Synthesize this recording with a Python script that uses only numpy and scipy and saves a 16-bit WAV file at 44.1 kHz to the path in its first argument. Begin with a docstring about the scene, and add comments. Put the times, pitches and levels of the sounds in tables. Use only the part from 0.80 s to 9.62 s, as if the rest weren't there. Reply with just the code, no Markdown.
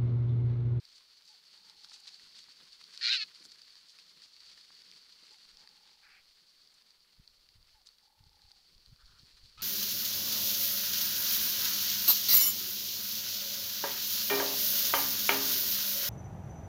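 """Vultures at a carcass

Vultures jostle on dry sand, heard through a small trail camera's microphone that resonates near 4.5 kHz.
One screeches close by, a second starts to squawk and others hiss: sources filtered by throat resonances.
Friction gives the scuffle of feet and the swish of wings; impacts give snaps, pecks and thumps.
A distant bird repeats a hoot and a purring trill, and a breeze buffets the microphone, hardest late on."""
import sys
import numpy as np
from scipy import signal
from scipy.fft import rfft, irfft, next_fast_len
from scipy.io import wavfile
from scipy.ndimage import uniform_filter1d

SR = 44100
rng = np.random.default_rng(int(sys.argv[2]) if len(sys.argv) > 2 else 0)


def wrap_up_sound(samples):
    """Save the sound to the file named by the first command line argument, as 16-bit audio."""
    columns = np.atleast_2d(samples).T
    # keep every value between -1 and 1, then stretch to whole-number steps
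    tamed = np.clip(columns, -1, 1)
    steps = np.round(tamed * 32767).astype(np.int16)
    wavfile.write(sys.argv[1], SR, steps)


N = 388962
T = np.arange(N) / SR


# Two calls: t/s, level/dB, pitch f/Hz, roughness (0-1), lower and upper throat resonance f/Hz
SCREECH = [(2.208, -41.5, 448.8, 0.63, 1750, 4380), (2.25, -29, 480.8, 0.58, 2200, 4250),
           (2.283, -29.5, 472.8, 0.43, 2150, 4070), (2.308, -28.5, 521.3, 0.4, 2220, 3900),
           (2.326, -26.5, 533.7, 0.61, 2780, 3920), (2.348, -29, 525, 0.58, 2920, 3820),
           (2.372, -33, 482, 0.25, 2450, 4220), (2.388, -38, 441, 0.37, 2620, 4290),
           (2.424, -33.5, 431, 0.33, 2430, 4370), (2.443, -38, 423, 0.2, 2480, 4180)]
SQUAWK = [(8.772, -58.5, 399.5, .4, 1190, 4400), (8.8, -51.5, 436, 0.48, 1310, 4400),
          (8.83, -48, 442, .9, 1340, 4300)]
# Their throat responses: f/Hz, level/dB
SCREECH_THROAT = [(400, -38.5), (850, -42), (1150, -20), (1500, -4), (1800, -5.5), (2100, -4.5),
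                  (2600, -2.5), (3300, -2.5), (4000, 1.5), (5100, -1), (5800, -10.5), (6500, -15.5),
                  (9000, -38.5), (14000, -48)]
SQUAWK_THROAT = [(400, -30), (900, -16), (1280, -6.5), (1750, -14), (2200, -10), (2600, -5), (3100, -10),
                 (3600, -9), (4300, -10), (6000, -19), (9000, -31), (14000, -41.5)]

def screech(rows, throat, low_db, top_db, width_hz, rasp_db, jitter, sharpen_db=9):
    """Source and filter: a wavering membrane and puffs of air drive two sliding throat resonances."""
    t, level_db, hz, rough, low_hz, top_hz = curves(rows)
    n, rough = len(t), np.clip(rough, .15, 1)
    cycles = np.cumsum(hz * (1 + jitter * wander(n, rate=350))) / SR
    # the long windpipe smears each pulse, and every partial flickers on its own
    partials = sum(amp(2.75 * wander(n, rate=73.2)) * np.cos(2 * np.pi * (k * cycles + rng.random()))
                   for k in range(1, 27))
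    puffs = (.5 + np.exp(-(cycles % 1) / 0.98)) * rng.standard_normal(n)
    body = colour((1 - rough) * unit(partials) + rough * unit(puffs), throat)
    # when rough, the membrane slaps chaotically: some cycles are far stronger than others
    slaps = amp(rasp_db * rough * wander(n, rate=570))
    ring = amp(low_db) * resonate(body, low_hz, width_hz)
    ring += amp(top_db) * resonate(body, top_hz, width_hz) * slaps
    # the throat rings more strongly as the voice clears
    voice = body * np.sqrt(slaps) + amp(sharpen_db * (1 - rough)) * ring
    envelope = amp(level_db) * gate(t, attack_s=0.0056, release_s=0.0079)
    return t[0], envelope * steady(voice, samples=500)


# How hard the flock jostles: t/s, level/dB
COMMOTION = [(0, -65), (.4, -64), (1.15, -59), (1.85, -59), (2.2, -57), (2.85, -61.5), (3.45, -62),
             (4.15, -60), (4.95, -64.5), (5.3, -68), (5.7, -65.5), (6.15, -69.5), (6.9, -70.5),
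             (7.3, -72.5), (7.75, -67.5), (8.1, -69.5), (8.5, -62.5), (8.8, -66.5)]

def commotion(follow=1, scramble_db=-60):
    """Common modulation: a gain that follows the jostling by some share; 1 in a full scramble."""
    return amp(follow * (np.interp(T, *np.transpose(COMMOTION)) - scramble_db))


# Spectrum of scraped sand: f/Hz, level/dB
SAND_SPECTRUM = [(900, -39), (2000, -24.5), (3100, -15), (3800, -10.5), (4500, 0.5), (5100, -9),
                 (6000, -16), (7500, -23), (10000, -31.5), (15000, -52)]

def scuffle(gain_db=-59):
    """Sliding friction of feet on sand: a smooth rub, clumps of grit and dry ticks of litter."""
    rub = rng.standard_normal(N) + amp(-3) * crackle(per_s=1500, spread_db=4.5)
    clumps = amp(2 * wander(N, rate=43))
    ticks = amp(-12) * unit(scatter(crackle(per_s=49, spread_db=9), spread_s=.003))
    return amp(gain_db) * commotion() * colour(rub * clumps + ticks, SAND_SPECTRUM)


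# Beak and twig snaps: t/s, relative peak level/dB, knock level/dB relative to the ring
SNAPS = [(0.052, -42, -30), (0.897, -38, -30), (1.045, -40.5, -13), (1.277, -40, -30), (2.0396, -40, -27),
         (2.1752, -29.5, -35), (2.6517, -39.5, -9.5), (2.8175, -40, -30), (2.9541, -42, -15),
         (3.1862, -44, -11), (3.419, -44, -23), (3.5643, -44.5, -22), (3.604, -44, -30), (3.8113, -41, -30),
         (4.114, -38.5, -27), (4.7704, -41.5, -30), (4.8737, -43.5, -5), (6.1053, -48.5, -24),
         (6.476, -42, -35), (6.6881, -48.5, -11), (6.8273, -52, -29), (7.0704, -42, -27),
         (7.088, -45.5, -15), (7.1832, -50, -29), (7.618, -51, -22), (7.7159, -44.5, -29),
         (8.0605, -46, -27), (8.1602, -50, -9)]

def snaps(gain_db=1, knock_gain_db=1, edge_db=-22, splinter_s=0.0014):
    """Impulse excitation: a sharp break rings the microphone, with a woody knock and a bright edge."""
    out, t = np.zeros(N), np.arange(1024) / SR
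    bands = [signal.butter(2, hz, "band", fs=SR) for hz in ([1100, 3000], [6000, 10000])]
    for s, db, knock_db in SNAPS:
        crack = (t == 0) + .17 * rng.standard_normal(len(t)) * np.exp(-t / splinter_s)
        ring = resonate(resonate(crack, 4500 * rng.uniform(1, 1.03), 720), 4060, 1650)
        knock, edge = [signal.lfilter(b, a, scatter(crack, spread_s=.002)) for b, a in bands]
        snap = peak(ring) + amp(knock_db + knock_gain_db) * peak(knock) + amp(edge_db) * peak(edge)
        add(out, s + 0.00082, amp(db + gain_db) * snap)
    return out


# Wing strokes, feather flicks and two hissing surges of breath in the screech (2.249 and 2.341 s):
# crest t/s, level/dB, half-length t/s, tilt/(dB per octave)
FLAPS_AND_BREATHS = [(0.112, -61.5, .026, -0.5), (.173, -58.5, .014, 3.5), (0.454, -57, .002, 9),
                     (0.49, -60, 0.025, 4), (0.74, -61, 0.0064, -5), (1.048, -57, .006, 6),
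                     (1.142, -50.5, 0.016, 3.5), (1.202, -55, .003, 14), (1.279, -46.5, 0.0088, .5),
                     (1.563, -53, 0.012, -.5), (1.591, -48.5, 0.0045, 3), (1.807, -58, 0.011, -5.5),
                     (2.148, -51, 0.012, -0.5), (2.249, -44.5, 0.015, 2.5), (2.341, -45.5, 0.014, 5.5),
                     (2.65, -52, .008, 11.5), (2.721, -53, .003, 4), (3.101, -60.5, 0.02, 6),
                     (3.197, -56, 0.0059, 1), (3.441, -57, 0.02, 1.5), (3.715, -58, .032, -2),
                     (4.53, -59, 0.011, 3), (4.817, -62.5, 0.026, -5.5), (5.079, -63, 0.047, -2.5),
                     (5.944, -60, .003, 14), (7.07, -60, 0.0077, 8)]
# Spectrum of these bursts: f/Hz, level/dB
BURST_SPECTRUM = [(150, -35), (650, -19), (1300, -12.5), (3000, -5), (3900, 1.5), (4550, 7), (5300, -2),
                  (6500, -8.5), (9000, -18), (14000, -43)]

def flaps_and_breaths():
    """Amplitude-modulated noise: each rush of feathers or of breath swells and dies."""
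    out, t = np.zeros(N), np.arange(-SR // 16, SR // 16) / SR
    for s, db, half_s, tilt_db in FLAPS_AND_BREATHS:
        rush = rng.standard_normal(len(t)) * amp(4.2 * wander(len(t), rate=900))
        swell = amp(db) / np.cosh(1.11 * t / half_s)
        add(out, s + t[0], swell * colour(rush, BURST_SPECTRUM, tilt_db))
    return out


# Spectrum of brushing wings: f/Hz, level/dB
WING_SPECTRUM = [(100, -27), (400, -7), (680, -13.5), (1000, -2), (1500, 1.5), (2800, 1.5), (4500, 7.5),
                 (6500, -8.5), (9000, -10.5), (14000, -24.5)]

def wings(gain_db=-65):
    """Friction noise: stiff feathers swish and flutter as they brush past each other."""
    rub = rng.standard_normal(N) + 0.46 * crackle(per_s=900, spread_db=8)
    flutter = amp(2.5 * wander(N, rate=66))
    return amp(gain_db) * commotion(follow=0.8) * colour(rub * flutter, WING_SPECTRUM)


# The loudest pecks: t/s, relative peak level/dB, resonance f/Hz
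PECKS = [(1.1166, -51, 1420), (1.3958, -49, 2060), (1.6848, -51.5, 1160), (3.1862, -50, 2300),
         (3.565, -52, 2240), (3.7763, -49, 1710), (3.904, -51, 1270), (4.123, -52, 2360),
         (4.2655, -56, 1960)]

def pecks(gain_db=-1, width_hz=900, contact_s=0.0024, faint_db=-58, faint_hz=1700):
    """Heavy damping: a beak or claw strikes something soft and excites one wide, dead resonance."""
    out, t, busy = np.zeros(N), np.arange(1024) / SR, commotion(follow=0.46)
    faint = [(when * N / SR, faint_db + 20 * np.log10(busy[int(when * N)]), faint_hz * 2 ** (pitch - .5))
             for when, pitch in rng.random((16, 2))]
    for s, db, hz in PECKS + faint:
        contact = rng.standard_normal(len(t)) * np.exp(-t / contact_s)
        knock = resonate(resonate(contact, hz, width_hz), hz, 2 * width_hz)
        add(out, s, amp(db + gain_db) * peak(knock))
    return out


# Landings and hops: t/s, peak level/dB, resonance f/Hz
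THUMPS = [(1.675, -69, 237), (1.804, -76, 200), (2.021, -72, 190), (2.341, -61, 326), (2.601, -60, 280),
          (2.649, -60, 258), (4.425, -66, 370), (4.502, -66.5, 350)]

def thumps(rise_s=0.007):
    """Inelastic impact: sand quickly damps the dull blow of a heavy body."""
    out, t = np.zeros(N), np.arange(4096) / SR
    for s, db, hz in THUMPS:
        earth = resonate(resonate(rng.standard_normal(len(t)), hz, 170), hz, 290)
        add(out, s, amp(db) * peak(earth * t * np.exp(-t / rise_s)))
    return out


# Spectrum of footfalls: f/Hz, level/dB
TREAD_SPECTRUM = [(50, -30), (110, -5), (180, 5.5), (260, -2.5), (380, -1.5), (520, -2), (700, -46),
                  (1500, -22)]

def tread(gain_db=-82, gather_s=0.79, near_db_per_s=.5):
    """Superposition: soft footfalls merge into a low patter that builds as the birds crowd nearer."""
    steps = rng.standard_normal(N) * amp(4 * wander(N, rate=24))
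    nearing = amp(near_db_per_s * T) * np.minimum(T / gather_s, 1) ** 2
    return amp(gain_db) * commotion(follow=0.87) * nearing * colour(steps, TREAD_SPECTRUM)


# Farther hisses: start t/s, length t/s, level/dB, lower and upper resonance f/Hz,
# relative level/dB of the upper one at mid-hiss
HISSES = [(5.219, 0.2006, -62.5, 1540, 2390, 2.5), (8.178, 0.078, -68.5, 1380, 1730, -8),
          (8.25, 0.172, -72, 1350, 1634, -7.5)]

def hisses(width_hz=480, edge_db=-6, open_db_per_s=55):
    """Filtered turbulence: rasping air excites two throat resonances and an edge an octave higher."""
    out = np.zeros(N)
    for s, length, db, low_hz, top_hz, top_db in HISSES:
        t = np.arange(0, length, 1 / SR)
        air = rng.standard_normal(len(t)) * amp(1.5 * wander(len(t), rate=400))
        opening_db = open_db_per_s * (t - length / 2)  # the upper resonance grows as the beak opens
        modes = [(low_hz, 0, 1), (top_hz, top_db + opening_db, -1), (2 * top_hz, edge_db, 1)]
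        voice = sum(sign * amp(mode_db) * resonate(resonate(air, hz, width_hz), hz, 2 * width_hz)
                    for hz, mode_db, sign in modes)
        add(out, s, amp(db) * gate(t, attack_s=0.025, release_s=0.036) * steady(voice, samples=2000))
    return out


# Phrases of the distant bird: hoot t/s, trill t/s, relative level/dB
COOS = [(0.486, .724, -68.5), (4.507, 4.751, -68.5), (6.941, 7.204, -68)]

def far_bird(note_hz=862, waver_hz=15):
    """Modulation of one tone: each phrase is a hoot, then a trill on the same note."""
    out = np.zeros(N)
    for hoot_s, trill_s, db in COOS:
        add(out, hoot_s, amp(db - 2) * hoot(note_hz, waver_hz))
        add(out, trill_s, amp(db - 1) * trill(note_hz, waver_hz))
    return out


def hoot(note_hz, waver_hz, length_s=.088, break_s=0.0476, slide_s=.006, sag_hz=110, fade_db=-9):
    """Frequency modulation: a tone holds, then breaks to a lower, softer note."""
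    t = np.arange(0, length_s, 1 / SR)
    broken = .5 + .5 * np.tanh((t - break_s) / slide_s)
    hz = note_hz - sag_hz * broken + waver_hz * wander(len(t), rate=206)
    db = broken * (fade_db + 3 * wander(len(t), rate=120))
    return amp(db) * gate(t, attack_s=0.013, release_s=0.0124) * tone(hz)


def trill(note_hz, waver_hz, length_s=.68, pips_per_s=36.6, sag_hz=105.6, chirp_hz=30, fade_db=-3.5):
    """Amplitude modulation: a tone is chopped into falling pips and sags as the phrase runs out."""
    t = np.arange(0, length_s, 1 / SR)
    spent = (t / length_s) ** 3
    hurry = 1.2 * np.exp(-t / .045)  # the first pips come faster
    beat = (t * pips_per_s - hurry + .04 * wander(len(t), rate=20)) % 1
    pips = np.sin(np.pi * beat) ** 6
    hz = note_hz - sag_hz * spent + chirp_hz * (1 - 2 * beat) + waver_hz * wander(len(t), pips_per_s)
    db = fade_db * spent + 2 * wander(len(t), pips_per_s)
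    return amp(db) * gate(t, attack_s=.035, release_s=.07) * pips * tone(hz)


# Spectrum of wind on the microphone: f/Hz, level/dB
WIND_SPECTRUM = [(15, 0), (30, 1.5), (65, -3.5), (130, -15), (250, -29.5), (600, -59), (2000, -98.5)]
# Gusts: crest t/s, relative level/dB, rise t/s, fall t/s, eddy speed (a ratio that scales the spectrum)
GUSTS = [(.98, -77.5, 0.056, .05, .9), (1.44, -81, .03, .06, 0.83), (4.74, -72, .08, .08, 0.56),
         (5.4, -77, .3, .3, .6), (6.399, -60.5, .018, 0.02, 1.6), (6.76, -62, .03, .07, 1.3),
         (6.949, -67, 0.065, .07, .8), (7.41, -57, .025, .06, 1.23), (7.468, -64, .015, .04, 1.4),
         (7.65, -64.5, 0.061, .08, 0.96), (7.968, -64, 0.046, .1, .9), (8.13, -48.5, 0.024, 0.0099, 1.3),
         (8.24, -63, 0.033, 0.11, 0.61), (8.435, -62, 0.13, .03, 1.75), (8.649, -60, 0.095, 0.093, 1.17),
         (8.8, -56, .03, .06, 1.4)]

def wind(breeze_db=-96, freshen_db_per_s=1.7, rumble_db=-3, buffet_db=3, buffet_s=0.0031):
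    """Turbulent pressure: a breeze freshens; at each gust's crest an eddy rocks the diaphragm."""
    breeze = amp(breeze_db + freshen_db_per_s * T + 4 * wander(N, rate=6.3))
    out = breeze * colour(rng.standard_normal(N), WIND_SPECTRUM)
    t = np.arange(-SR, SR) / SR
    for s, db, rise_s, fall_s, speed in GUSTS:
        rumble = colour(rng.standard_normal(len(t)), np.multiply(WIND_SPECTRUM, [speed, 1]))
        rumble *= amp(rumble_db + 3 * wander(len(t), rate=30))
        swell = np.exp(-np.maximum(-t / rise_s, t / fall_s))
        passage = (t * speed / buffet_s) ** 2
        eddy = amp(buffet_db) * (1 - passage) * np.exp(-passage / 2)
        gust = rumble * swell + eddy
        add(out, s + t[0], amp(db) * gust[s + t >= 0])
    return out


# Spectrum of still air and microphone hiss: f/Hz, level/dB
AIR_SPECTRUM = [(25, -7.5), (60, -10), (150, -8), (500, -6), (1200, -7), (2500, -26), (3700, -18),
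                (4450, -4.5), (6300, -17), (10000, -12.5), (15500, -13)]

def still_air(level_db=-77):
    """Stationary noise: still air and the microphone's own hiss set the floor."""
    return amp(level_db) * colour(rng.standard_normal(N), AIR_SPECTRUM)


def scatter(x, spread_s, count=24):
    """Scattering: sand and packed birds add weak echoes just behind the direct sound."""
    delay = np.linspace(.05, 1, count) ** 2 * spread_s * rng.uniform(.8, 1, count)
    taps = np.zeros(int(spread_s * SR) + 2)
    taps[(delay * SR).astype(int)] = 0.55 * rng.choice([-1, 1], count) * np.exp(-delay / spread_s)
    taps[0] = 1
    return signal.fftconvolve(x, taps)[:len(x)]


def crackle(per_s, spread_db):
    """Shot noise: sparse impacts of very uneven size; rms 1."""
    size = amp(spread_db * np.minimum(rng.exponential(1, N), 4))
    return unit(size * rng.choice([-1, 1], N) * (rng.random(N) < per_s / SR))


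def resonate(x, hz, width_hz):
    """Damped resonance of gain 1 whose frequency can follow a curve."""
    turn = np.exp(2j * np.pi * np.cumsum(hz * np.ones(len(x))) / SR)
    pole = np.exp(-np.pi * width_hz / SR)
    return 2 * (turn * signal.lfilter([1 - pole], [1, -pole], x / turn)).real


def colour(x, spectrum, tilt_db=0):
    """Linear filtering by a spectrum tilted tilt_db an octave; rms 1."""
    size = next_fast_len(len(x) + 2048)
    octave = np.log2(np.fft.rfftfreq(size, 1 / SR) + 1)
    hz, db = np.transpose(spectrum)
    gain = amp(np.interp(octave, np.log2(hz), db + tilt_db * np.log2(hz)))
    return unit(irfft(rfft(x, size) * gain, size)[:len(x)])


def wander(n, rate):
    """Random modulation of rms 1 that changes about rate times a second."""
    knots = rng.standard_normal(n // 8 + 4)
    return unit(np.interp(np.arange(n) * rate / SR, np.arange(len(knots)), knots))


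def curves(rows):
    """Linear interpolation: a time axis, then every other column along it."""
    s, *columns = np.transpose(rows)
    t = np.arange(s[0], s[-1], 1 / SR)
    return [t] + [np.interp(t, s, c) for c in columns]


def tone(hz):
    """A sine whose phase is the integral of frequency."""
    return np.sin(2 * np.pi * np.cumsum(hz) / SR)


def gate(t, attack_s, release_s):
    """Trapezoidal envelope: attack, hold, release."""
    return np.clip(np.minimum((t - t[0]) / attack_s, (t[-1] - t) / release_s), 0, 1)


def steady(x, samples):
    """Normalisation by the running rms."""
    return x / np.sqrt(uniform_filter1d(x ** 2, size=samples) + 1e-12)


def unit(x):
    """Normalisation to rms 1."""
    return x / np.sqrt(np.mean(x ** 2) + 1e-20)


def peak(x):
    """Normalisation to peak 1."""
    return x / abs(x).max()


def amp(db):
    """Decibels to amplitude ratio."""
    return 10 ** (np.asarray(db) / 20)


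def add(mix, s, sound):
    """Superposes a sound at time s."""
    part = mix[max(round(s * SR), 0):][:len(sound)]
    part += sound[:len(part)]


def scene():
    """Superposition of the squabbling flock and the quiet of open bush."""
    out = still_air()
    out += scuffle() + wings() + tread() + flaps_and_breaths() + snaps() + pecks() + thumps()
    out += hisses() + far_bird() + wind()
    add(out, *screech(SCREECH, SCREECH_THROAT, low_db=1.5, top_db=6.5, width_hz=230,
                      rasp_db=6.5, jitter=0.02))
    add(out, *screech(SQUAWK, SQUAWK_THROAT, low_db=2, top_db=-3, width_hz=130,
                      rasp_db=13, jitter=0.021))
    return out[None]


def record(dry):
    """Band limiting: the camera passes sound below 15.7 kHz."""
    lowpass = signal.firwin(511, 15700, window=("kaiser", 9), fs=SR)
    return signal.oaconvolve(dry, lowpass[None], "same")


dry = scene()
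out = record(dry)
wrap_up_sound(out)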